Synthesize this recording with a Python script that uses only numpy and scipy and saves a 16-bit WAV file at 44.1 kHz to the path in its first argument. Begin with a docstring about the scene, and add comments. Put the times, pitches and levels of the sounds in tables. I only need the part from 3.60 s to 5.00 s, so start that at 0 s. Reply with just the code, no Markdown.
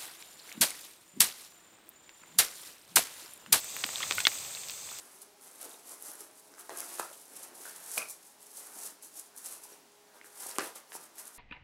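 """Sharp pops with short scattered tails, from a small fire of dry stalks outdoors at night. Among them come thin
treble ticks, low puffs, a hollow stalk that rings when it cracks, and tiny crackle. Behind, a far insect chorus
hisses in the treble and one cricket pulses steadily; the overall level under the pops swells and sinks, set layer
by layer. Hisses are shaped noise, pops and ticks are bursts with noise tails, the stalk is a set of dying modes."""
import sys
import numpy as np
from scipy import signal
from scipy.fft import rfft, irfft, next_fast_len
from scipy.io import wavfile
from scipy.ndimage import uniform_filter1d

SR = 44100
rng = np.random.default_rng(int(sys.argv[2]) if len(sys.argv) > 2 else 0)


def bounce(signal):
    """Save signal as a 16-bit WAV file at the path given by the first command-line argument."""
    frames = np.transpose(np.atleast_2d(signal))
    limited = np.clip(frames, -1, 1)
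    pcm = np.round(limited * 32767).astype(np.int16)
    wavfile.write(sys.argv[1], SR, pcm)


def attenuation_scalar(level_db):
    """Turn a level in dB into a linear amplitude multiplier (20 dB per decade)."""
    decades = np.asarray(level_db, float) / 20
    return 10 ** decades


N = 61740  # samples, 1.4 s
TOP_HZ = 15970  # upper limit of the crackle pitches and of the finished sound


def unit(x):
    """Scale to rms 1."""
    return x / np.sqrt(np.mean(x ** 2) + 1e-20)


def curves(rows):
    """One value per sample for each column after the time."""
    time_s, *columns = np.transpose(rows)
    return [np.interp(np.arange(N) / SR, time_s, column) for column in columns]


def filtered(x, response):
    """Apply a response given as a function of frequency in Hz."""
    size = next_fast_len(x.shape[-1] + 4096)
    spectrum = rfft(x, size) * response(np.fft.rfftfreq(size, 1 / SR))
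    return irfft(spectrum, size)[..., :x.shape[-1]]


def hiss(spectrum, patchy_db, size, bins, frames):
    """Coloured noise of rms 1, with patches of random gain over time and pitch."""
    noise = signal.stft(rng.standard_normal(N), nperseg=size)[2]
    across_pitch = uniform_filter1d(rng.standard_normal(noise.shape), bins, 0)
    patches = unit(uniform_filter1d(across_pitch, frames, 1))
    patchy = signal.istft(noise * attenuation_scalar(patchy_db * patches), nperseg=size)[1][:N]
    pitch_hz, level_db = np.transpose(spectrum)

    def colour(hz):
        return attenuation_scalar(np.interp(np.log(hz + 1), np.log(pitch_hz + 1), level_db))

    return unit(filtered(patchy, colour))


def place(s, rows, lead):
    """Sum rows of samples that begin lead samples before the times s."""
    at = np.floor(s * SR).astype(int)[:, None] + np.arange(rows.shape[1]) - lead
    keep = (at >= 0) & (at < N)
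    return np.bincount(at[keep], rows[keep], N)


def bursts(s, db, hz, cycles):
    """Pressure bursts, push then pull, of a few cycles centred on s; db is their peak."""
    t = (np.arange(-400, 400) - (s * SR % 1)[:, None]) / SR
    turns = t * hz[:, None]
    slower = np.where(t > 0, 1.35, 1)  # a burst dies 1.35 times slower than it rises
    envelope = np.exp(-(turns / np.reshape(cycles, (-1, 1)) / slower) ** 2)
    rows = -np.sin(2 * np.pi * turns) * envelope
    gain = attenuation_scalar(db) / np.abs(rows).max(1)
    return place(s, rows * gain[:, None], lead=400)


def tails(s, db, hz, t60, width_oct):
    """Noise around each pitch that rises quickly and dies by 60 dB in t60 seconds."""
    t = np.arange(2048) / SR

    def band(f):
        return np.exp(-(np.log2((f + 1) / hz[:, None]) / width_oct) ** 2)

    noise = filtered(rng.standard_normal((len(s), len(t))), band)
    noise = noise / noise.std(1, keepdims=True)
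    rise_s = 0.00082
    envelope = attenuation_scalar(-60 * t / t60) * (1 - np.exp(-t / rise_s))
    return place(s, noise * envelope * attenuation_scalar(db)[:, None], lead=0)


# far insect chorus, spectrum shape: pitch_hz [Hz], level_db [relative dB per Hz]
CHORUS_SPECTRUM = [(3060, -22.5), (5200, -14), (5430, -26), (6010, -7.5), (6640, -7.5), (8110, -2.5),
                   (8470, -5.5), (9210, -14.5), (9900, -34), (12900, -41), (21800, -120)]


def insect_chorus():
    """Many far insects blur into noise: a quickly patchy buzz plus thin, narrower voices."""
    buzz = hiss(CHORUS_SPECTRUM, 2.7, size=128, bins=3, frames=3)
    thin_voices = hiss(CHORUS_SPECTRUM, 4.9, size=2048, bins=2, frames=5)
    return unit(buzz + attenuation_scalar(-4) * thin_voices)


# high hiss of the night, spectrum shape: pitch_hz [Hz], level_db [relative dB per Hz]
HIGH_SPECTRUM = [(5710, -17), (9700, -5), (10500, -4.5), (13800, 0.5), (15100, -1), (15800, -14)]


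def high_hiss():
    """Shaped noise with slight patches, strongest at the very top of the treble."""
    return hiss(HIGH_SPECTRUM, 0.73, size=128, bins=5, frames=2)


def cricket():
    """Evenly spaced pulses of one tone, sagging in pitch within each pulse and varying a little in level."""
    pitch_hz, rate_hz, first_s = 3534, 19.08, 0.044
    pulse_s = 0.0049  # standard deviation of the bell-shaped pulse
    sag_hz = 147  # fall in pitch from one pulse_s before the centre to one after
    s = np.arange(first_s - 1 / rate_hz, N / SR, 1 / rate_hz)
    random = rng.standard_normal((len(s), 2))
    t = np.arange(-800, 800) / SR
    turns = pitch_hz * t - sag_hz * t * t / (4 * pulse_s) + random[:, :1]
    envelope = np.exp(-(t / pulse_s) ** 2 / 2)
    level = attenuation_scalar(1.5 * random[:, 1:])
    return place(s, np.sin(2 * np.pi * turns) * envelope * level, lead=800)


# low rumble, spectrum shape: pitch_hz [Hz], level_db [relative dB per Hz]
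RUMBLE_SPECTRUM = [(18, -52), (30, -20.5), (96, -1.5), (204, -10), (235, -35), (260, -27), (340, -44),
                   (570, -120)]


def rumble():
    """Bass noise in slow patches."""
    return hiss(RUMBLE_SPECTRUM, 2.9, size=2048, bins=2, frames=3)


# hiss of the flames, spectrum shape: pitch_hz [Hz], level_db [relative dB per Hz]
FLAME_SPECTRUM = [(120, -32), (200, -11), (429, -5), (598, -3), (945, -6), (1130, -3.5), (1580, -11),
                  (2570, -2), (2990, -7), (3630, -2), (5500, -3), (7150, -5), (12100, -120)]


def flames():
    """Broad noise with light patches."""
    return hiss(FLAME_SPECTRUM, 1.25, size=256, bins=4, frames=4)


# tiny crackle, one kind a row: rate [per s], level_db [dB, before scatter and swell],
# pitch_hz [Hz, middle], spread_oct [octaves, half the reach to each side], cycles [cycles],
# scatter_db [dB, negative weakens]
CRACKLE_KINDS = [(220, -45.5, 3330, 0.49, 0.47, 3.5), (120, -41.5, 7800, 0.12, 2.3, -4),
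                 (87.6, -43.5, 8900, 0.28, 0.39, 5), (38.7, -58, 890, 0.23, 1, 2)]


def crackle():
    """Many tiny bursts at random moments, with random pitches and sizes skewed to one side."""
    out = np.zeros(N)
    for rate, level_db, middle_hz, spread_oct, cycles, scatter_db in CRACKLE_KINDS:
        moment, pitch, size = rng.random((int(rate * N / SR), 3)).T
        pitch_hz = np.minimum(middle_hz * 2 ** (spread_oct * 2 * (2 * pitch - 1)), TOP_HZ)
        db = level_db - scatter_db * np.log(1 - .9 * size)
        out += bursts(moment * N / SR, db, pitch_hz, cycles)
    return out


# thin treble ticks; the rows near 7-8 kHz at .5106, .5227, .5243 and .6697 s are instead a brief ring at the
# front of the biggest pops: centre_s [s], level_db [dB, peak of the burst], pitch_hz [Hz]
TICK_EVENTS = [(.0030, -25.5, 13700), (0.0445, -28, 12900), (.0993, -32, 12100), (0.1664, -23, 12800),
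               (.2650, -25, 13200), (.5140, -34, 13300), (.5346, -35, 13000), (0.5523, -22, 13700),
               (.5734, -44, 12400), (.5768, -26, 12700), (.5905, -22.5, 12900), (.6048, -31, 12200),
               (.6677, -34, 14100), (.6697, -23, 8150), (.5106, -18.5, 7000), (.5227, -39, 7060),
               (.5243, -30, 7100), (.0898, -36, 10800), (.6055, -18, 7940), (.7366, -31, 13200),
               (.7858, -35, 14000), (1.0859, -30, 14600), (1.1074, -26, 14500), (1.3128, -35, 12300),
               (1.3873, -30, 12800)]


def ticks():
    """Short high bursts, each with a narrow dying tail at its own pitch."""
    s, db, hz = np.transpose(TICK_EVENTS)
    return bursts(s, db, hz, 1.4) + tails(s, db - 10, hz, t60=.008, width_oct=0.22)


# soft low puffs: centre_s [s], level_db [dB, peak], pitch_hz [Hz]
THUD_EVENTS = [(.2519, -40, 253), (.5114, -34.5, 435), (.6702, -17.5, 1160), (.6712, -33.5, 350)]


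def thuds():
    """Low puffs: single bursts without a tail."""
    return bursts(*np.transpose(THUD_EVENTS), 0.7)


# ringing modes of the hollow stalk: pitch_hz [Hz], level_db [relative dB], t60_s [s]
STALK_MODES = [(1478, 1, .042), (2153, -4, .045), (2875, -11, .03), (3365, 3, .016), (4200, -11, .016)]
# its cracks: start_s [s], level_db [dB], centre_hz [Hz, of the blow], snap_db [dB, snap over the ring]
STALK_CRACKS = [(.4286, -28, 3600, -1), (0.5824, -24, 1620, 5), (0.6524, -13, 3470, -4)]


def stalk():
    """Every crack snaps and rings the modes that lie near its centre."""
    t = np.arange(4096) / SR
    rows = []
    for _, crack_db, blow_hz, _ in STALK_CRACKS:
        ring = np.zeros(len(t))
        for mode_hz, mode_db, t60_s in STALK_MODES:
            off_centre_db = 14 * np.log2(mode_hz / blow_hz) ** 2  # 14 dB per octave squared
            db = crack_db + mode_db - off_centre_db - 60 * t / t60_s
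            ring += attenuation_scalar(db) * np.sin(2 * np.pi * mode_hz * t)
        rows.append(ring * (1 - np.exp(-t / 0.00022)))
    s, level_db, centre_hz, snap_over_db = np.transpose(STALK_CRACKS)
    snap_hz = np.sqrt(centre_hz * 3000)  # midway in pitch between the blow and 3000 Hz
    snap_db = level_db + snap_over_db
    snap = bursts(s + .5 / snap_hz, snap_db, snap_hz, 0.76)
    snap_tail = tails(s, snap_db - 12, snap_hz, t60=.02, width_oct=1.3)
    return place(s, np.array(rows), lead=0) + snap + snap_tail


# pops: centre_s [s], level_db [dB, peak of the burst], pitch_hz [Hz], length [cycles],
# tail_db [dB, relative to that peak]
POP_EVENTS = [(.0345, -41.5, 2550, .5, -2), (.1628, -32, 4500, 0.34, -20), (.1662, -23.5, 2040, 0.39, -22),
              (.2396, -13.5, 2740, 0.41, -31), (.2423, -11, 3000, 0.27, -25), (.2650, -33, 2500, 0.73, -17),
              (.2905, -27, 1460, 0.31, -11.5), (.2915, -30, 2600, .8, -25), (.3380, -38, 3200, .6, -13),
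              (.3583, -19.5, 3680, 1.23, -20), (.3829, -24.5, 3250, 0.31, -18),
              (.4045, -25.5, 2320, 0.36, -14), (.4070, -34.5, 1220, 1.7, -4), (0.414, -36, 1800, 0.34, 1),
              (.4390, -34, 1200, 1.6, -8), (.4215, -27, 3000, 1.2, -14), (.4290, -26, 5500, .6, -10),
              (.4325, -23, 2000, 1.6, -12), (.4328, -24, 3500, .4, -8), (.4365, -25.5, 3500, 1.3, -10),
              (.5052, -26, 3000, 0.27, -7.5), (.51045, -11, 2600, .33, -18),
              (.52257, -14.5, 3600, .33, -22), (.5242, -19, 3600, .33, -18), (.5345, -37, 2000, 0.66, -38),
              (.5770, -28.5, 4000, 0.99, -23), (.5906, -23, 3500, 0.3, -17), (.6033, -17, 3000, .4, -12),
              (.6040, -25, 7500, 1.5, -8), (.6045, -19, 3500, .4, -14), (.6053, -22, 4000, .4, -12),
              (.66961, -.5, 3500, .4, -22), (.67011, -9, 3000, .33, -14), (.67185, -13, 3900, .8, -12),
              (.6733, -21, 2600, .8, -8), (.6808, -22, 14300, 4.5, -14), (.5113, -22, 2200, .5, -12),
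              (.7550, -30.5, 2220, 0.3, -21), (.0443, -37, 1500, 0.36, -19), (0.2417, -43, 3500, 0.45, -17),
              (.7180, -29, 2630, 0.43, -12), (.7860, -30, 3620, 0.54, -25), (.8490, -31.5, 3000, 0.84, -24),
              (.9080, -38, 2020, 0.58, -12), (.9502, -27, 4030, 1.2, -10), (.9720, -36, 2470, 1.6, -5),
              (1.0352, -30, 3300, 0.31, -16), (1.0859, -25, 4800, 0.53, -22), (1.0971, -28, 4000, .5, -9),
              (1.0975, -28.5, 5040, 1.2, -14), (1.0979, -27.5, 3000, 0.64, -18),
              (1.1074, -33, 5000, 0.8, -15), (1.1158, -33, 3000, .6, -15), (1.2905, -31, 2680, 0.51, -21),
              (1.3125, -30.5, 4500, 0.5, -26), (1.3170, -35.5, 1210, 0.49, -7),
              (1.3875, -29, 4520, 0.28, -10)]


def pops():
    """Each pop is a burst with a sharp front, a scattered tail around its pitch and a duller, longer one."""
    s, db, hz, cycles, tail_db = np.transpose(POP_EVENTS)
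    body = bursts(s, db, hz, cycles)
    sharp_front = bursts(s, db - 21, np.full(len(s), 9100), 0.56)
    scattered = tails(s, db + tail_db, hz, t60=0.011, width_oct=0.48)
    dull = tails(s, db + tail_db - 9, .5 * hz, t60=0.065, width_oct=2.02)
    return body + sharp_front + scattered + dull


# overall level swell, set layer by layer: time_s [s], chorus_db [dB], high_hiss_db [dB],
# flames_db [dB, 6 under the level heard], rumble_db [dB]
OVERALL_SWELL = [(0.0, -44, -54, -56.5, -68), (0.144, -44, -51.5, -53, -67.5),
                 (0.408, -41.5, -49.5, -49.5, -59.5), (0.576, -39.5, -48.5, -50, -57),
                 (0.728, -41.5, -48.5, -51.5, -65.5), (0.86, -44, -51, -53, -63.5),
                 (1.06, -45, -54, -56.5, -66.5), (1.4, -46, -54, -56.5, -66.5)]


def scene():
    """Fire in front, insects behind."""
    chorus_db, high_db, flames_db, rumble_db = curves(OVERALL_SWELL)
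    # cricket and crackle share the overall swell
    night = attenuation_scalar(chorus_db) * (insect_chorus() + attenuation_scalar(-6) * cricket()) + attenuation_scalar(high_db) * high_hiss()
    crackle_swell_db = 0.92 * (flames_db - flames_db.mean())
    fire = attenuation_scalar(flames_db + 6) * flames() + attenuation_scalar(rumble_db) * rumble() + attenuation_scalar(crackle_swell_db) * crackle()
    return (night + fire + ticks() + thuds() + stalk() + pops())[None]


def roll_off(x):
    """The treble ends steeply here."""
    return signal.sosfilt(signal.butter(12, 15970, fs=SR, output="sos"), x)


def record(dry):
    """The microphone drops the deep bass in two equal stages, and nothing is kept above TOP_HZ."""
    low_hz = 66.6  # corner of each stage

    def response(hz):
        microphone = (1j * hz / (low_hz + 1j * hz)) ** 2
        return microphone * (hz < TOP_HZ)

    return roll_off(filtered(dry, response))


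dry = scene()
out = record(dry)
bounce(out)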